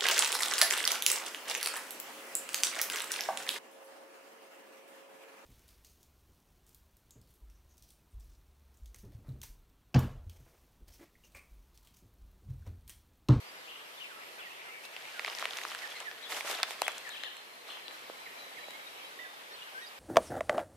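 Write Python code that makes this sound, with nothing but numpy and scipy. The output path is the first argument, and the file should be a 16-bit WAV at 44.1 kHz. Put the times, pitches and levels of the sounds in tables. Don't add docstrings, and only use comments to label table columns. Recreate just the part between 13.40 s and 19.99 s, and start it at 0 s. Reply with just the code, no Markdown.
import sys
import numpy as np
from scipy import signal
from scipy.fft import rfft, irfft, next_fast_len
from scipy.io import wavfile
from scipy.ndimage import uniform_filter1d, map_coordinates

SR = 44100
rng = np.random.default_rng(int(sys.argv[2]) if len(sys.argv) > 2 else 0)


def file_out(sig):
    cols = np.atleast_2d(sig).T
    lim = np.clip(cols, -1, 1)
    pcm = np.round(lim * 32767).astype(np.int16)
    wavfile.write(sys.argv[1], SR, pcm)


def how_loud(loudness_db):
    steps = np.asarray(loudness_db, float) / 20
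    return 10 ** steps


N = 290619


def unit(x):
    return x / np.sqrt(np.mean(x ** 2) + 1e-20)


def along(points, hz):
    point_hz, value = np.transpose(points)
    return np.interp(np.log(hz + 1), np.log(point_hz + 1), value)


def curves(rows):
    s, *columns = np.transpose(rows)
    return [np.interp(np.arange(N) / SR, s, column) for column in columns]


def wobble(rate, size=N):
    knots = rng.standard_normal(int(size * rate / SR) + 4)
    return map_coordinates(knots, [np.arange(size) * rate / SR])


def filtered(x, response):
    m = next_fast_len(x.shape[-1] + 8192)
    spectrum = rfft(x, m) * response(np.fft.rfftfreq(m, 1 / SR))
    return irfft(spectrum, m)[..., :x.shape[-1]]


def resonance(hz, width_hz):
    return lambda f: 1j * f * width_hz / (hz * hz - f * f + 1j * f * width_hz)


# start_s, delay_ms
REACH = [(0, .25), (3, .25), (3.5, .41)]


def add(out, s, sound, pan_db, spacing=0):
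    reach = np.interp(s, *np.transpose(REACH))
    lag = round(np.clip(-pan_db * spacing, -reach, reach) * SR / 1000)
    waves = np.broadcast_to(sound, (2, sound.shape[-1]))
    for side, wave, db, late in zip(out, waves, (pan_db / 2, -pan_db / 2), (lag, 0)):
        part = side[round(s * SR) + late:][:len(wave)]
        part += how_loud(db) * wave[:len(part)]


# start_s, lag_ms
TURN = [(0, -0.25), (1.2, -0.34), (2.6, -0.17), (3.7, 0.18), (4.2, 0.333), (6.6, 0.3)]


def far(x):
    lag = curves(TURN)[0] * SR / 1000
    left = map_coordinates(x[0], [np.arange(N) - lag], mode="nearest")
    return np.array([left, x[1]])


# pitch_hz, t60_s
TREES = [(500, 1), (3000, 0.62), (10000, 0.78)]


def trees(x, start_s):
    hz, t, z = signal.stft(rng.standard_normal((2, SR // 2)), SR, nperseg=256)
    decay = how_loud(-60 * t / along(TREES, hz)[:, None])
    tail = signal.istft(z * decay, SR, nperseg=256)[1]
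    late = np.pad(x.mean(0), (round(start_s * SR), 0))[None]
    return signal.fftconvolve(late, tail / np.linalg.norm(tail[0]), axes=1)[:, :N]


# pitch_hz, level_db per Hz
AIR = [(15, -57), (25, -33.5), (175, -14.5), (240, -10.5), (314, -7), (443, -2.5), (480, -1.5),
       (1290, -1.5), (1390, -3), (1870, -0.5), (3260, -4), (4870, -10), (6520, -15.5), (14500, -17)]
# pitch_hz, likeness
ALIKE = [(60, 0.036), (300, 0.32), (700, 0.6), (1500, 0.487), (3000, 0.036), (7000, 0.019)]
AIR_DB = -49


def air(patchy_db):
    z = signal.stft(rng.standard_normal((2, N)), nperseg=512)[2]
    field = uniform_filter1d(rng.standard_normal(z.shape[1:]), 6, 0)
    field = uniform_filter1d(field, 12, 1)
    pair = signal.istft(z * how_loud(patchy_db * unit(field)), nperseg=512)[1][:, :N]

    def spectrum(hz):
        angle = np.arccos(np.clip(along(ALIKE, hz), -1, 1)) / 2
        return how_loud(along(AIR, hz)) * [np.cos(angle), np.sin(angle)]

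    mid, side = filtered(pair, spectrum)
    return how_loud(AIR_DB + 0.69 * wobble(2.5)) * unit(np.array([mid + side, mid - side]))


# start_s, length_s, top_hz, end_drop_hz, level_db
WARBLES = [(0.274, 0.055, 3216, 898.5, -56), (0.325, 0.033, 3050, 496, -65),
           (0.599, 0.054, 3147, 804.3, -59), (0.789, 0.053, 2200, 301.6, -60),
           (0.981, 0.061, 3144, 805, -57.5), (1.092, .045, 2800, 400, -64), (1.19, 0.035, 2612, 500, -59),
           (1.307, 0.0542, 2636, 600, -57.5), (1.647, 0.0572, 2802, 402, -58),
           (2.825, 0.038, 3860, 500, -53), (3.12, 0.063, 3420, 700, -53), (3.429, 0.056, 3294, 393, -49),
           (3.7, 0.047, 3736, 600, -55), (3.745, 0.041, 3288, 498, -54), (3.796, 0.043, 3360, 497, -58),
           (3.841, 0.045, 3310, 496, -51), (3.883, .05, 3280, 400, -62), (4.267, 0.0268, 3750, 403, -63),
           (4.29, 0.0477, 3510, 700, -55.5), (4.339, 0.0464, 3400, 502, -60),
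           (6.145, 0.037, 3283, 500, -64), (6.185, 0.0473, 3370, 504.4, -63),
           (6.25, 0.0515, 3107, 400, -65), (1.53, .04, 2650, 302, -61)]
WARBLER_PAN_DB = 7.5


def warbles(shake_hz):
    out = np.zeros((2, N))
    for s, length, top_hz, drop_hz, db in WARBLES:
        u = np.linspace(0, 1, round(length * SR))
        arch = np.where(u < .4, 1 - u / .4, (u - .4) / .6) ** 1.3
        hz = top_hz - drop_hz * arch + shake_hz * wobble(379.6, size=len(u))
        flutter = np.array([wobble(213, size=len(u)) for side in out])
        swell = np.sin(np.pi * u) ** 0.051 * how_loud(db + 7.0 + 2.5 * flutter)
        add(out, s, swell * np.sin(2 * np.pi * np.cumsum(hz) / SR), WARBLER_PAN_DB)
    return out


def glide(hz, db, flutter_db):
    level = how_loud(db + flutter_db * wobble(130))
    fluttering_hz = hz + 8 * flutter_db * wobble(81)
    return level * np.sin(2 * np.pi * np.cumsum(fluttering_hz) / SR)


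# start_s, length_s, level_db
THIN = [(3.544, .078, -62.5), (3.703, 0.0203, -55), (3.764, 0.025, -67), (3.834, .03, -55),
        (3.968, 0.046, -57), (4.133, 0.046, -60.5), (4.285, 0.046, -54.5), (4.447, 0.055, -55.5),
        (4.655, 0.07, -63), (4.786, 0.086, -60.5), (4.988, 0.061, -51.5), (5.215, 0.085, -54),
        (5.33, 0.084, -63), (5.495, 0.13, -63), (5.66, 0.096, -64.5), (5.783, 0.14, -59.5),
        (6.083, 0.104, -65)]
# start_s, pitch_hz
THIN_HZ = [(3.3, 4200), (4.3, 4170), (4.5, 4040), (5.25, 3930), (5.75, 3850), (5.775, 3600), (6.2, 3590)]
THIN_HOLD_DB, THIN_EDGE_S, THIN_SAG_HZ = -67.5, 0.018, 30


def thin():
    t = np.arange(N) / SR
    gain = how_loud(THIN_HOLD_DB) * ((t > THIN_HZ[0][0]) & (t < THIN_HZ[-1][0]))
    droop = np.zeros(N)
    for s, length, db in THIN:
        on = (t > s) & (t < s + length)
        gain = np.maximum(gain, how_loud(db) * on)
        droop = droop + on * ((t - s) / length - .5)
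    soft = lambda x: uniform_filter1d(x, max(round(THIN_EDGE_S * SR), 1))
    hz = curves(THIN_HZ)[0] - THIN_SAG_HZ * soft(droop)
    return soft(gain) * glide(hz, 0, flutter_db=3.5) * how_loud([[.75], [-.75]])


def whistles(rows, last_over_first, spacing=.085, flutter_db=2.3):
    out = np.zeros((2, N))
    for s, length, first_hz, db, pan_db in rows:
        last_hz = first_hz * last_over_first
        u = np.linspace(0, 1, round(length * SR))
        hz = first_hz + (last_hz - first_hz) * (1 - (1 - u) ** 1.457)
        hz = hz + 8 * flutter_db * wobble(94, size=len(u))
        swell = np.sin(np.pi * u) ** 0.4 * how_loud(db + 8.5 + flutter_db * wobble(135, size=len(u)))
        add(out, s - 0.09 * length, swell * np.sin(2 * np.pi * np.cumsum(hz) / SR), pan_db, spacing)
    return out


# start_s, length_s, first_hz, level_db, left_right_db
DOWNSLURS = [(.98, 0.047, 1700, -58, -6), (1.04, 0.058, 2300, -55, -1.5), (1.25, 0.071, 1600, -62.5, -7),
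             (1.742, 0.08, 1726, -55.5, -1.5), (1.972, 0.034, 2150, -52, -2),
             (2.424, 0.05, 2100, -48, -9.5), (2.655, 0.0449, 2130, -46.5, -7), (3.13, 0.0285, 1940, -52, 4),
             (3.652, 0.0537, 2072, -53.5, 6.5), (3.75, .022, 2900, -57, -0.5), (3.85, .043, 2088, -53, 6),
             (4.511, 0.064, 1847, -61.5, -4.5), (4.859, 0.024, 2327, -51.5, -6),
             (5.172, 0.032, 2240, -52.5, -9), (5.832, .05, 1980, -54, -3), (6.268, 0.034, 1790, -58.5, 4)]


def downslurs():
    return whistles(DOWNSLURS, last_over_first=.78)


# start_s, length_s, first_hz, level_db, left_right_db
UPSLURS = [(1.098, 0.0274, 2510, -63, 1), (1.437, .04, 2525, -57, -0.5), (2.862, 0.024, 3294, -55, 12),
           (3.724, 0.058, 1690, -62, -1.5), (4.92, .03, 1820, -70.5, 0), (4.957, 0.063, 2267, -68.5, 17.5),
           (5.331, 0.0435, 2070, -58.5, -8), (5.465, 0.027, 3600, -60, 9), (5.79, 0.016, 1864, -53, -10),
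           (6.108, .03, 1700, -62, 4.5), (6.097, 0.055, 5200, -70, 2), (6.113, 0.0257, 3560, -58.5, -1),
           (6.35, 0.064, 1520, -50, 4), (6.41, 0.029, 1788, -51.5, -4.5)]


def upslurs():
    return whistles(UPSLURS, last_over_first=1.075)


# start_s, length_s, pitch_hz, level_db, left_right_db
PIPES = [(.055, 0.063, 4900, -63, 1.5), (.175, 0.047, 4850, -68, 1.5), (.243, 0.034, 3570, -66.5, 5.5),
         (.34, 0.041, 2910, -57.5, 3), (1.27, 0.039, 2850, -64, .5), (1.26, 0.063, 2140, -60, 1.5),
         (1.324, 0.078, 2300, -56, 1), (2.554, 0.031, 4280, -62, 16), (2.813, .024, 3340, -64, 7),
         (4.445, 0.038, 1830, -63, -1.5), (4.655, .025, 2260, -63, 0), (4.736, .03, 2190, -66, 6),
         (5.23, .024, 2270, -58, 3.5), (5.393, 0.0204, 2230, -60, 3), (5.62, 0.07, 3170, -61.5, 2),
         (5.71, .04, 1511, -60, 4.5), (5.808, 0.03, 2000, -57.5, -8), (5.55, .03, 3040, -64, 0.5),
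         (1.115, 0.0183, 2750, -61, 0.5), (2.505, 0.0278, 3420, -56.5, -0.5), (2.555, 0.0307, 2095, -57, 0),
         (6.135, 0.032, 4300, -58, -4), (6.215, 0.02, 2936, -57, 1), (6.42, 0.045, 3840, -57, -4),
         (6.412, 0.043, 5720, -70.5, 1.5)]


def pipes():
    return whistles(PIPES, last_over_first=0.98)


def sweep(rows, lead_s=0):
    t = np.arange(N) / SR
    hz, db, pan_db = curves(rows)
    tone = glide(hz, db, flutter_db=1.0) * ((t > rows[0][0]) & (t < rows[-1][0]))
    right = np.roll(tone, round(lead_s * SR))
    return np.array([tone * how_loud(pan_db / 2), right * how_loud(-pan_db / 2)])


# start_s, pitch_hz, level_db, left_right_db
TUMBLE = [
    (.572, 3560, -56, 6),
    (.58, 3500, -47, 6),
    (.592, 3300, -56, 3),
    (.622, 2910, -43, 8),
    (.655, 2560, -48, 6),
    (.69, 1950, -53, -4),
    (.718, 1450, -49, -4),
    (.744, 1270, -55, -2),
    (.775, 1340, -50, -2),
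    (.783, 1340, -66, -2),
]


def tumble():
    return sweep(TUMBLE, lead_s=.00021)


# start_s, pitch_hz, level_db, left_right_db
ARCH = [
    (6.46, 4550, -54, -6.5),
    (6.466, 4850, -49, -6.5),
    (6.474, 4930, -48, -6.5),
    (6.482, 4850, -50, -6.5),
    (6.489, 4520, -58, -6.5),
]


def arched_chirp():
    return sweep(ARCH)


# start_s, effort_db
SHUFFLE = [
    (1.3, -90),
    (1.55, -52.5),
    (1.8, -50),
    (2.15, -47),
    (2.55, -47.5),
    (2.75, -57.5),
    (3.2, -48),
    (3.8, -54),
    (4.05, -65),
    (4.68, -72),
]
# peak_s, fade_s, load_db, dryness_db (more hiss, less crunch)
TREADS = [(1.456, 0.0055, -53, 11), (1.89, 0.037, -46, 2), (1.97, 0.056, -59, 18.5),
          (2.035, 0.025, -44, -10), (2.18, 0.052, -54, 14), (2.29, .03, -58, 18), (2.39, 0.037, -60, 14.5),
          (2.6, 0.03, -51, -4), (2.928, 0.0728, -41.5, 10), (3.074, 0.025, -43.5, 8.5),
          (3.1, 0.022, -41, 10), (3.133, .035, -42.5, 8.5), (3.185, .02, -48, 5), (3.21, 0.026, -48.5, -12),
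          (3.31, 0.018, -47.5, 11.5), (3.44, 0.041, -50, 7.5), (4.29, 0.092, -53, 4.5),
          (4.53, 0.123, -56.5, 7.5)]
PRESS_S = 0.0235


def load(shuffle_db, tread_db, dry_share):
    t = np.arange(0, N / SR, .001)
    power = how_loud(np.interp(t, *np.transpose(SHUFFLE)) + shuffle_db) ** 2
    for s, fade, db, dryness in TREADS:
        width = np.where(t < s, PRESS_S, fade)
        power = power + how_loud(2 * (db + tread_db + dry_share * dryness)) * np.exp(-((t - s) / width) ** 2)
    return np.interp(np.arange(N) / SR, t, np.sqrt(power))


# over_shuffle_db, over_load_db, share_of_dryness
LAYERS = [
    (-8.5, -2.5, -0.089),
    (-1.5, -1.5, -0.11),
    (-15, -15, 0.73),
    (-12, -14.5, 0.99),
]
LITTER_HZ = [700, 2500, 5000, 9000]
BED = (.75, .78, .7, .88)
LITTER_PAN_DB = [-0.68, 0.017, 1.8, -2.5]
LITTER_SPREAD = [1.9, 1.26, .9, 1.4]


def litter(count, spiky_db, cycles):
    out, t = np.zeros((2, N)), np.arange(200) / SR
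    first, last = SHUFFLE[0][0], SHUFFLE[-1][0]
    edge = curves([(first, 0), (first + 0.074, 1), (last - .1, 1), (last, 0)])[0]
    clumps = how_loud(1.4 * wobble(70))
    likeness = (.8, .45, 0.074, 0.037)
    layers = zip(LITTER_HZ, LAYERS, likeness, BED, LITTER_PAN_DB, LITTER_SPREAD)
    for hz, layer, alike, bed, pan_db, spread in layers:
        when, tune, size, place, sign = rng.random((count, 5)).T
        start = ((first + when * (last - first)) * SR).astype(int)
        pitch = np.minimum(hz * 2 ** (1.57 * (tune - .5)), 14500)[:, None]
        grain = how_loud(-spiky_db * np.log(size + 0.014))[:, None]
        grain = grain * how_loud(-20 * t * pitch / cycles) * (1 - t / t[-1])
        grain = grain * np.sin(2 * np.pi * pitch * t) * np.sign(sign - .5)[:, None]
        sides = [place < (1 + alike) / 2, place > (1 - alike) / 2]
        at = (start[:, None] + np.arange(len(t))).ravel()
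        crackle = np.array([np.bincount(at, (grain * side[:, None]).ravel(), N)[:N] for side in sides])
        shared, own = rng.standard_normal(N), rng.standard_normal((2, N))
        fine = alike * shared + np.sqrt(1 - alike ** 2) * own
        fine = filtered(fine, lambda f: resonance(hz, spread * hz)(f) ** 2)
        mix = 1.17 * unit(crackle) * np.sqrt(1 - bed ** 2) + bed * unit(fine)
        out += how_loud([[pan_db / 2], [-pan_db / 2]]) * load(*layer) * edge * clumps * mix
    return out


KNOCK_LAG_S = 0.00087


def snap(out, s, db, knock_db, sizzle_db, pan_db, hz, cycles, noisy):
    t = np.arange(SR // 40) / SR
    rise = 1 - np.exp(-t / .0002)
    shared, own = rng.standard_normal(len(t)), rng.standard_normal((2, len(t)))
    burst = rise * how_loud(-60 * t / .004) * (.75 * shared + .66 * own)
    ring = rise * how_loud(-60 * t * hz / cycles) * np.sin(2 * np.pi * hz * t)
    body = lambda f: resonance(np.sqrt(hz * 3000), 3200)(f) * resonance(2600, 4200)(f) ** 2
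    crack = noisy * filtered(burst, body)
    sizzle = filtered(own * rise * how_loud(-60 * t / 0.0032), lambda f: resonance(7200, 6500)(f) ** 2)
    knock_hz = 814 - 24 * max(knock_db, 0)
    late = np.maximum(t - KNOCK_LAG_S, 0)
    thump = how_loud(-60 * late / 0.0046) * (1 - np.exp(-late / 0.0012))
    knock = -thump * np.sin(2 * np.pi * knock_hz * late)
    parts = (ring + crack, .3), (sizzle, sizzle_db + 6.0), (knock, knock_db + 0.5)
    total = sum(how_loud(db + level_db) * part / abs(part).max() for part, level_db in parts)
    add(out, s - .0002, total, pan_db)


def ring_cycles(hz):
    return 5.6 + hz / 300


TWIG_SIZZLE_DB = -23

# start_s, crack_db, ring_hz, left_right_db
TWIGS = [(1.452, -35.5, 3950, 16), (1.654, -35, 2300, -2), (1.973, -35, 2540, -1), (2.006, -31.5, 3600, 1),
         (2.285, -33, 5140, 3.5), (2.293, -36.5, 1900, -2), (2.3, -32.5, 5230, 1), (2.389, -35, 5100, 6.5),
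         (2.453, -44, 3530, 0), (2.514, -38, 3580, 2.5), (2.555, -35, 2090, 0), (2.671, -37.5, 3500, -2),
         (2.9257, -30, 3690, -1), (2.9262, -28, 1290, -1), (2.946, -29, 3000, -1.5),
         (3.151, -27.5, 4200, 0), (2.3602, -35.5, 2200, 0), (2.2654, -35.5, 1900, 0),
         (2.238, -33, 6500, -1.5), (2.475, -35.5, 5000, 2), (1.885, -30, 3600, 0), (1.8716, -35.5, 5000, 2),
         (3.0845, -31, 6600, -4), (3.1732, -31, 5450, -2), (3.2326, -22, 3300, -2), (3.456, -36, 8500, 0),
         (3.518, -35, 7720, -3), (3.668, -46, 4000, 0), (1.565, -27, 2660, 2), (1.6233, -35, 3900, 2.5),
         (1.6847, -33.5, 2500, -8), (1.7947, -18.5, 1920, -2.5), (1.8473, -19, 2160, -4),
         (1.8775, -24, 2080, -2.5), (1.899, -28.5, 5000, 2), (1.9313, -31, 2730, -1),
         (1.9501, -26, 5070, 4.5), (3.2311, -20, 5160, 10), (3.4194, -23, 2400, -5), (3.4185, -19, 4270, 7),
         (2.108, -28, 3370, 2), (2.1095, -31.5, 4200, 0), (2.173, -29, 6000, 0), (3.482, -28, 3000, 0),
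         (2.2355, -26, 2650, 2), (2.3224, -32, 2665, -5), (2.7137, -29, 1800, -2), (2.845, -37, 4100, 5),
         (2.9218, -23, 2066, -2), (3.0085, -21, 2260, -2), (3.5474, -39, 3100, 2), (3.8361, -25.5, 3810, 9),
         (3.8365, -24, 1750, -3.5), (4.4818, -32.5, 3600, 17), (4.511, -36, 2180, 11)]


def twigs():
    out = np.zeros((2, N))
    for s, db, hz, pan_db in TWIGS:
        snap(out, s, db, -13.5, TWIG_SIZZLE_DB, pan_db, hz, ring_cycles(hz), noisy=2.4)
    return out


# start_s, crack_db, ring_hz, left_right_db
POPS = [(2.0554, -15, 2100, 1), (2.1868, -22, 2050, -3), (2.1341, -24.5, 3200, -3), (1.9868, -25, 4600, 2),
        (3.2354, -16.5, 1560, -7), (3.4667, -22.5, 2000, 0), (2.045, -28, 2300, -3), (2.089, -32, 2500, 0),
        (1.9, -34, 3500, 0), (2.1245, -34, 5000, 0), (1.9665, -36, 5200, 0), (2.018, -32, 5000, 0),
        (3.2314, -24, 1160, 0), (3.4808, -21, 1220, 0), (3.4848, -28, 2800, 0), (3.4918, -32, 1500, 0),
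        (3.0775, -28, 1700, 0), (3.1435, -29, 1900, 0), (2.4, -34, 2600, 0), (2.9555, -33, 820, 0)]


def pops():
    out = np.zeros((2, N))
    for s, db, hz, pan_db in POPS:
        snap(out, s, db, -17, TWIG_SIZZLE_DB, pan_db, hz, cycles=4.3, noisy=0.65)
    return out


# start_s, crack_db, ring_hz, sizzle_over_crack_db, knock_over_crack_db
SPLINTERS = [(1.862, -24.5, 2500, -15.5, -27), (1.9966, -27.5, 1920, -8.5, -19),
             (2.1709, -25.5, 3320, -4.5, -23), (2.2149, -27, 1920, -12.5, -26),
             (2.3489, -22.5, 1665, -12.5, -18), (2.4747, -40, 1730, -5, -11),
             (2.6033, -31.5, 3130, -1.5, -5), (2.98, -38, 2750, 1, -17.5), (3.0992, -32.5, 3620, 0, 9.5),
             (3.113, -26, 3630, -3, -12), (3.1278, -30, 3030, -3, -10), (3.231, -14.5, 3600, -8, -17),
             (3.3077, -24, 3440, -8, -7.5), (3.4185, -18.5, 4770, -2.5, 3.5), (3.4806, -18, 2300, -5, -4),
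             (3.5814, -38, 3530, 7.5, -16), (3.6923, -31, 1780, -6, -11.5), (3.968, -38.5, 2546, -3, -5),
             (5.3071, -36.5, 3870, -3.5, -6)]


def splinters():
    out = np.zeros((2, N))
    for s, db, hz, sizzle_db, knock_db in SPLINTERS:
        snap(out, s, db, knock_db, sizzle_db, -1, hz, ring_cycles(hz), noisy=2.6)
    return out


# start_s, crack_db, knock_over_crack_db, left_right_db
STICKS = [(1.8805, -20.5, -16, -0.5), (2.0256, -19.5, -7.5, 0), (2.0554, -38, -2.5, 0),
          (2.2513, -21, -31, 1), (2.3176, -25, -14, 1), (3.2005, -24.5, -13, 0.5), (2.918, -33, 1, 0),
          (2.948, -38, 4, -1), (2.991, -41.5, -6.5, -1), (3.047, -42, 15, 0), (3.0522, -37, 7.5, 0),
          (3.074, -30, -10, 0), (3.130, -43, 15, -1), (3.166, -34, 0, 2), (3.191, -36, 2, 0),
          (3.2105, -41, 3, 0), (3.287, -38, 5, -3), (4.2909, -36, -9, -4), (1.9085, -36, -4, -2),
          (3.4897, -27.5, -8, 2), (3.4948, -29, -11, 2), (4.3706, -38.5, 0, 0), (4.698, -39, 15, -7),
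          (5.2835, -44, 14, -7.5)]


def sticks():
    out = np.zeros((2, N))
    for s, db, knock_db, pan_db in STICKS:
        snap(out, s, db, knock_db, -27.5, pan_db, hz=1176, cycles=6.8, noisy=1.7)
    return out


def scene():
    hush = far(air(patchy_db=1.19))
    hidden = far(warbles(shake_hz=244.0))
    clear = downslurs() + upslurs() + pipes() + tumble() + thin()
    birds = arched_chirp() + clear + how_loud(-2.5) * trees(clear, 0.012)
    birds = birds + hidden + how_loud(2.5) * trees(hidden, 0.0094)
    snaps = sticks() + twigs() + pops() + splinters()
    near = snaps + how_loud(-14.5) * trees(snaps, 0.0072) + litter(count=3000, spiky_db=2.0, cycles=2.2)
    small = filtered(near, lambda f: 1 / (1 + 330 / (1j * f + 1e-9)) ** 4)
    return hush + birds + small


def low_pass(x):
    return signal.sosfilt(signal.butter(12, 15640, fs=SR, output="sos"), x)


def record(dry):
    top_hz = 14650
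    cut = filtered(dry, lambda f: np.where(f < top_hz, 1, how_loud(-40)))
    return low_pass(cut)


dry = scene()
out = record(dry)
file_out(out)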